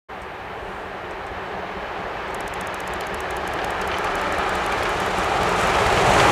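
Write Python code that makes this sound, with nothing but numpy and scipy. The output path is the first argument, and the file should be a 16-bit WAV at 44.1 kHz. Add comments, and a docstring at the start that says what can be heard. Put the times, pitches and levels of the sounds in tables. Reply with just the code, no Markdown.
"""A steam locomotive runs fast towards a listener in a field beside the line. From the start its
exhaust beats blur into a throbbing rumble under the roar and ring of wheels and the hiss of steam.
Close by, a lens ticks faintly as it focuses; from 2.3 s a camera fires runs of shutter clicks that
gradually slow. From 3 s the wheels clank over rail joints, and the roar grows as the engine nears."""
import sys
import numpy as np
from scipy import signal
from scipy.fft import rfft, irfft, next_fast_len
from scipy.io import wavfile

SR = 44100
rng = np.random.default_rng(int(sys.argv[2]) if len(sys.argv) > 2 else 0)


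def wrap_up_sound(samples):
    """Save the sound to the file named by the first command line argument, as 16-bit audio."""
    columns = np.atleast_2d(samples).T
    # keep every value between -1 and 1, then stretch to whole-number steps
    tamed = np.clip(columns, -1, 1)
    steps = np.round(tamed * 32767).astype(np.int16)
    wavfile.write(sys.argv[1], SR, steps)


N = 278271


def from_db(db):
    """Amplitude ratio: tenfold for every 20 dB."""
    return 10 ** (np.asarray(db) / 20)


def rms_one(x):
    """Normalisation to an rms of 1."""
    return x / np.sqrt(np.mean(x ** 2) + 1e-20)


def in_time(rows):
    """Linear interpolation of each column over the times in the first."""
    s, *columns = np.transpose(rows)
    return [np.interp(np.arange(N) / SR, s, c) for c in columns]


def swells(rows, length_s):
    """A Gaussian rise and fall of level for each row, in dB."""
    t = np.arange(N) / SR
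    return sum(db * np.exp(-(2 * (t - s) / length_s) ** 2) for s, db in rows)


def drift(rate_hz):
    """Random fluctuation: noise low-passed at rate_hz, with an rms of 1."""
    step, settle = 40, 2000
    pole = np.exp(-2 * np.pi * step * rate_hz / SR)
    white = rng.standard_normal(N // step + settle + 2)
    slow = signal.lfilter([1], [1, -2 * pole, pole * pole], white)[settle:]
    return np.interp(np.arange(N) / step, np.arange(len(slow)), rms_one(slow))


def noise(spectrum):
    """Spectral shaping of white noise, falling steeply beyond the ends of the spectrum; rms 1."""
    hz, db = np.transpose(spectrum)
    size = next_fast_len(N)
    f = np.maximum(np.fft.rfftfreq(size, 1 / SR), 1)
    skirts = np.minimum(1, np.minimum(f / hz[0], hz[-1] / f)) ** 2
    gain = from_db(np.interp(np.log(f), np.log(hz), db)) * skirts
    return rms_one(irfft(rfft(rng.standard_normal(size)) * gain, size)[:N])


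def resonate(x, modes, order=1):
    """Superposition of resonances of alternating sign; a higher order has steeper skirts."""
    out = 0
    for k, (hz, width, db) in enumerate(modes):
        edges = np.clip([hz - width / 2, hz + width / 2], 10, SR / 2 - 10)
        band = signal.butter(order, edges, "band", fs=SR, output="sos")
        out = out + (-1) ** k * from_db(db) * signal.sosfilt(band, x + 1e-18)
    return out


def resonant_noise(modes):
    """Random excitation: independent noise drives each resonance; rms 1."""
    return rms_one(sum(resonate(rng.standard_normal(N), [mode], order=2) for mode in modes))


def snaps(rows, delay_s):
    """Impulsive excitation: one hard contact for each row of time and level."""
    clicks = np.zeros(N)
    for s, db in rows:
        clicks[int(np.clip(round((s + delay_s) * SR), 0, N - 1))] += from_db(db)
    return clicks


def chatter(rows, delay_s, t60):
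    """Exponential decay: each contact starts a noise burst that falls 60 dB in t60 seconds."""
    fading = signal.lfilter([1], [1, -from_db(-60 / (t60 * SR))], snaps(rows, delay_s) + 1e-18)
    return fading * rng.choice([-1, 1], N)


def heard_db(reference_db, loss_db, reference_m=100):
    """Spherical spreading from the nearing engine; air and ground absorb loss_db per reference_m."""
    start_m, speed_m_per_s, aside_m = 187.9, 27.16, 30.6
    metres = np.hypot(aside_m, start_m - speed_m_per_s * np.arange(N) / SR)
    distance = metres / reference_m
    return reference_db - 20 * np.log10(distance) - loss_db * (distance - 1)


def beats(depth, beats_per_s=17.55, first_s=0.006):
    """Amplitude modulation by the exhaust: four blasts to a turn of the driving wheels."""
    # Each entry: strength of one blast in dB.
    beat_db = [4.5, -3.5, -5, 5]
    cycle = (np.arange(N) / SR - first_s) * beats_per_s
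    strength = from_db(beat_db)[np.round(cycle).astype(int) % len(beat_db)]
    blast = strength * np.cos(np.pi * cycle) ** 2
    return rms_one(1 - depth + depth * blast)


def exhaust(swell_db):
    """Turbulent blasts excite resonances: the bass throbs, while the beats blur in the chimney's roar."""
    # Exhaust resonances. Each row: frequency in Hz, bandwidth in Hz, level in dB.
    rumble_modes = [(36.8, 9.4, -2), (56.4, 24, 0), (77, 22, -1), (98.7, 20, -7.5), (187.1, 27, 0)]
    chimney_modes = [(312.6, 45.5, -11), (389.2, 67, -2), (453.5, 59, -6), (586.4, 146, -5),
                     (778, 205, -3.5), (796, 58, -7)]
    # Brief surges of the chimney. Each row: centre in seconds, rise in dB.
    surges = [(0.7, 1.5), (1.1, 1.2), (1.6, 1.8), (2.05, 1.6), (2.33, 2.4), (3.02, 1.7), (3.65, 1.6)]
    rumble_db = heard_db(-39.0, loss_db=-0.2) + 0.42 * drift(rate_hz=3)
    rumble = from_db(rumble_db) * resonant_noise(rumble_modes) * beats(depth=0.42)
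    roar_db = heard_db(-29.5, loss_db=0.4) + swell_db + swells(surges, length_s=0.15)
    return rumble + from_db(roar_db) * resonant_noise(chimney_modes) * beats(depth=0.018)


def running_gear(swell_db):
    """Rolling noise of wheels on rails wavers in the moving air; a low drone joins at close range."""
    # Rolling spectrum. Each row: frequency in Hz, spectral density in dB.
    rolling = [(120, -10.5), (300, -7), (600, -6), (950, 0), (1180, 0), (1420, -3), (1700, -4),
               (2050, -6.5), (2500, -9), (3200, -16.5), (4200, -23.5), (7000, -52)]
    # Growth of the drone. Each row: time in seconds, level in dB.
    drone = [(0, -53.5), (3.9, -48), (4.4, -53), (5.0, -42.5), (5.7, -37), (6.0, -30), (6.31, -26.5)]
    rolling_db = heard_db(-30.0, loss_db=0.3) + swell_db + 0.35 * drift(rate_hz=4.1)
    drone_db, = in_time(drone)
    return from_db(rolling_db) * noise(rolling) + from_db(drone_db) * resonant_noise([(119, 43, 0)])


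def wheel_ring():
    """Modal vibration: steel wheels ring unsteadily, in other modes on the curve than on the straight."""
    # Each row: time in seconds, level of the curve modes in dB, level of the straight modes in dB.
    levels = [(0, -48.5, -65), (1.3, -43, -78), (2.5, -44.5, -55), (3.4, -37.5, -41), (3.9, -37, -32.5),
              (4.5, -36.5, -32.5), (5.1, -38, -34), (5.7, -46, -29.5), (6.31, -54, -30)]
    # Wheel resonances. Each row: frequency in Hz, bandwidth in Hz, level in dB.
    curve_modes = [(1677, 284, -7.5), (3010, 77, -15)]
    straight_modes = [(1277, 230, 2), (1665, 60, -6), (2362, 99, -5), (2850, 320, -30)]
    curve_db, straight_db = in_time(levels)
    curve = from_db(curve_db) * resonant_noise(curve_modes)
    straight = from_db(straight_db) * resonant_noise(straight_modes)
    return (curve + straight) * from_db(0.81 * drift(rate_hz=12.0))


def steam(swell_db):
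    """Jet noise from the cylinders; absorption lets its treble carry only a short way."""
    # Steam spectra. Each row: frequency in Hz, spectral density in dB.
    hiss = [(1500, 1.5), (3000, 4), (3800, 0.5), (5000, -5), (6500, -10), (9000, -27.5), (15000, -29)]
    near_hiss = [(3500, -31), (5500, -2), (7200, 0.5), (9000, -6), (10200, -7), (11500, -14), (15000, -23)]
    # Sharper puffs of steam. Each row: centre in seconds, rise in dB.
    puffs = [(5.2, 2.5), (5.61, 3.5), (6.08, 2), (6.19, 2.4)]
    body = from_db(heard_db(-43.0, loss_db=8)) * noise(hiss)
    top = from_db(heard_db(-59.0, loss_db=20.0) + swells(puffs, length_s=0.078)) * noise(near_hiss)
    return (body + top) * from_db(0.59 * swell_db + 1.06 * drift(rate_hz=52)) * beats(depth=0.038)


def microphone_hiss():
    """Self-noise of the microphone: a faint, steady hiss."""
    # Each row: frequency in Hz, spectral density in dB.
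    spectrum = [(3000, 5), (9000, -2), (12000, -7), (14000, -4), (15500, -4)]
    return from_db(-61.0) * noise(spectrum)


def lens_focus():
    """Small impacts excite the resonances of the lens as it focuses."""
    # Each row: start in seconds, level in dB.
    ticks = [(0.218, -50.5), (0.232, -59), (1.109, -51), (1.265, -50), (2.280, -53), (2.304, -53)]
    # Each row: frequency in Hz, bandwidth in Hz, level in dB.
    lens_modes = [(5400, 700, -2), (6540, 700, -0.5), (8200, 430, 2.5), (13500, 3000, -15)]
    return resonate(from_db(13) * chatter(ticks, 0, t60=0.042), lens_modes)


def wisps():
    """Noise bands under Gaussian envelopes: a soft rustle, a thin squeak and faint high singing."""
    # Each row: centre in seconds, length in seconds, frequency in Hz, bandwidth in Hz, level in dB.
    bands = [(0.72, 0.32, 7700, 3800, -63), (1.47, .2, 7700, 600, -70), (1.66, 0.2, 6300, 130, -71),
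             (4.4, 1.6, 9950, 600, -64), (3.7, 3.0, 13880, 200, -77)]
    t = np.arange(N) / SR
    return sum(from_db(db) * np.exp(-(2 * (t - s) / length) ** 2) * resonant_noise([(hz, width, 0)])
               for s, length, hz, width, db in bands)


def shutter(level_db=-28, latch_lead_s=.0026, return_s=.0609):
    """Impacts ring the camera: a latch ticks, the shutter snaps and chatters; both repeat on closing."""
    # Runs of exposures, slower as the camera's memory fills.
    # Each row: start in seconds, interval in seconds, number of exposures.
    bursts = [(2.3453, .1326, 6), (3.1441, .1628, 2), (3.4756, .16955, 10), (5.1836, .2481, 2),
              (5.6123, .2533, 2), (6.1389, 0, 1)]
    # Each row: frequency in Hz, bandwidth in Hz, level in dB.
    camera_modes = [(5240, 200, -3.5), (6130, 370, -5), (6600, 370, -2.5), (7350, 470, -3), (8190, 400, -3),
                    (10300, 620, -3.5), (12700, 520, -9.5), (14000, 400, -11), (14750, 500, -14.5)]
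    shots = [(first + k * gap, level_db) for first, gap, count in bursts for k in range(count)]
    opening = from_db(24.5) * snaps(shots, .0008) + from_db(5.0) * chatter(shots, .00079, t60=0.013)
    closing = from_db(20.5) * snaps(shots, return_s) + from_db(6.5) * chatter(shots, return_s, t60=0.013)
    latch = from_db(-1.5) * sum(chatter(shots, s - latch_lead_s, t60=0.016) for s in (0, return_s))
    return resonate(opening + closing + latch, camera_modes)


def rail_joints(axle_gap_s=.0275, axle_loss_db=1.5):
    """Impact noise: one axle after another strikes a joint and excites the modes of the rail."""
    # Each row: start in seconds, level of the first blow in dB, number of axles.
    clanks = [(3.0086, -25, 2), (3.5884, -25, 3), (3.8174, -21, 1), (3.9136, -20, 3), (4.041, -22.5, 2),
              (4.7234, -22, 1), (4.8248, -20, 2), (5.4321, -24, 1), (5.746, -20, 1), (5.8624, -19, 1),
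              (5.972, -15, 1), (6.1982, -9.5, 1)]
    # Each row: frequency in Hz, bandwidth in Hz, level in dB.
    rail_modes = [(1630, 580, 1.5), (2280, 430, 2), (2960, 600, 2), (3640, 870, -14.5), (4500, 700, -5.5),
                  (5900, 1200, -17.5)]
    hits = [(s + k * axle_gap_s, db - k * axle_loss_db)
            for s, db, axles in clanks for k in range(round(axles))]
    blows = from_db(2.5) * chatter(hits, 0, t60=0.058) + from_db(18.0) * snaps(hits, 0.000905)
    return resonate(blows, rail_modes, order=2)


def scene():
    """Superposition of the train, the camera and the faint high sounds in one channel."""
    # The sound swells in the bend, eases, and swells again as the engine shows its flank.
    # Each row: time in seconds, chimney gain in dB, rolling gain in dB (the steam follows it in part).
    swell = [(0.3, -1.5, -0.9), (1.8, -0.7, 0), (2.55, -2, 0.9), (3.3, -1.6, -0.2), (3.65, 0.5, -0.5),
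             (3.95, -0.7, 0.2), (4.25, 0, 0.8), (5.05, -1.7, -0.6), (5.45, -0.9, -1.9), (5.65, -1.4, 0.4),
             (6.0, 0.8, -0.5), (6.2, 2.5, 1.8), (6.31, 0, 3)]
    chimney_db, wheels_db = in_time(swell)
    train = exhaust(chimney_db) + running_gear(wheels_db) + wheel_ring() + steam(wheels_db)
    return (train + microphone_hiss() + lens_focus() + wisps() + shutter() + rail_joints())[None]


def record(dry, cutoff_hz=15100):
    """Gating and band limiting: the sound enters after a moment, and a steep low-pass cuts the top."""
    gate = np.interp(np.arange(N) / SR, [.085, .1], [0, 1])
    return signal.sosfilt(signal.ellip(12, .1, 80, cutoff_hz, fs=SR, output="sos"), dry * gate)


dry = scene()
out = record(dry)
wrap_up_sound(out)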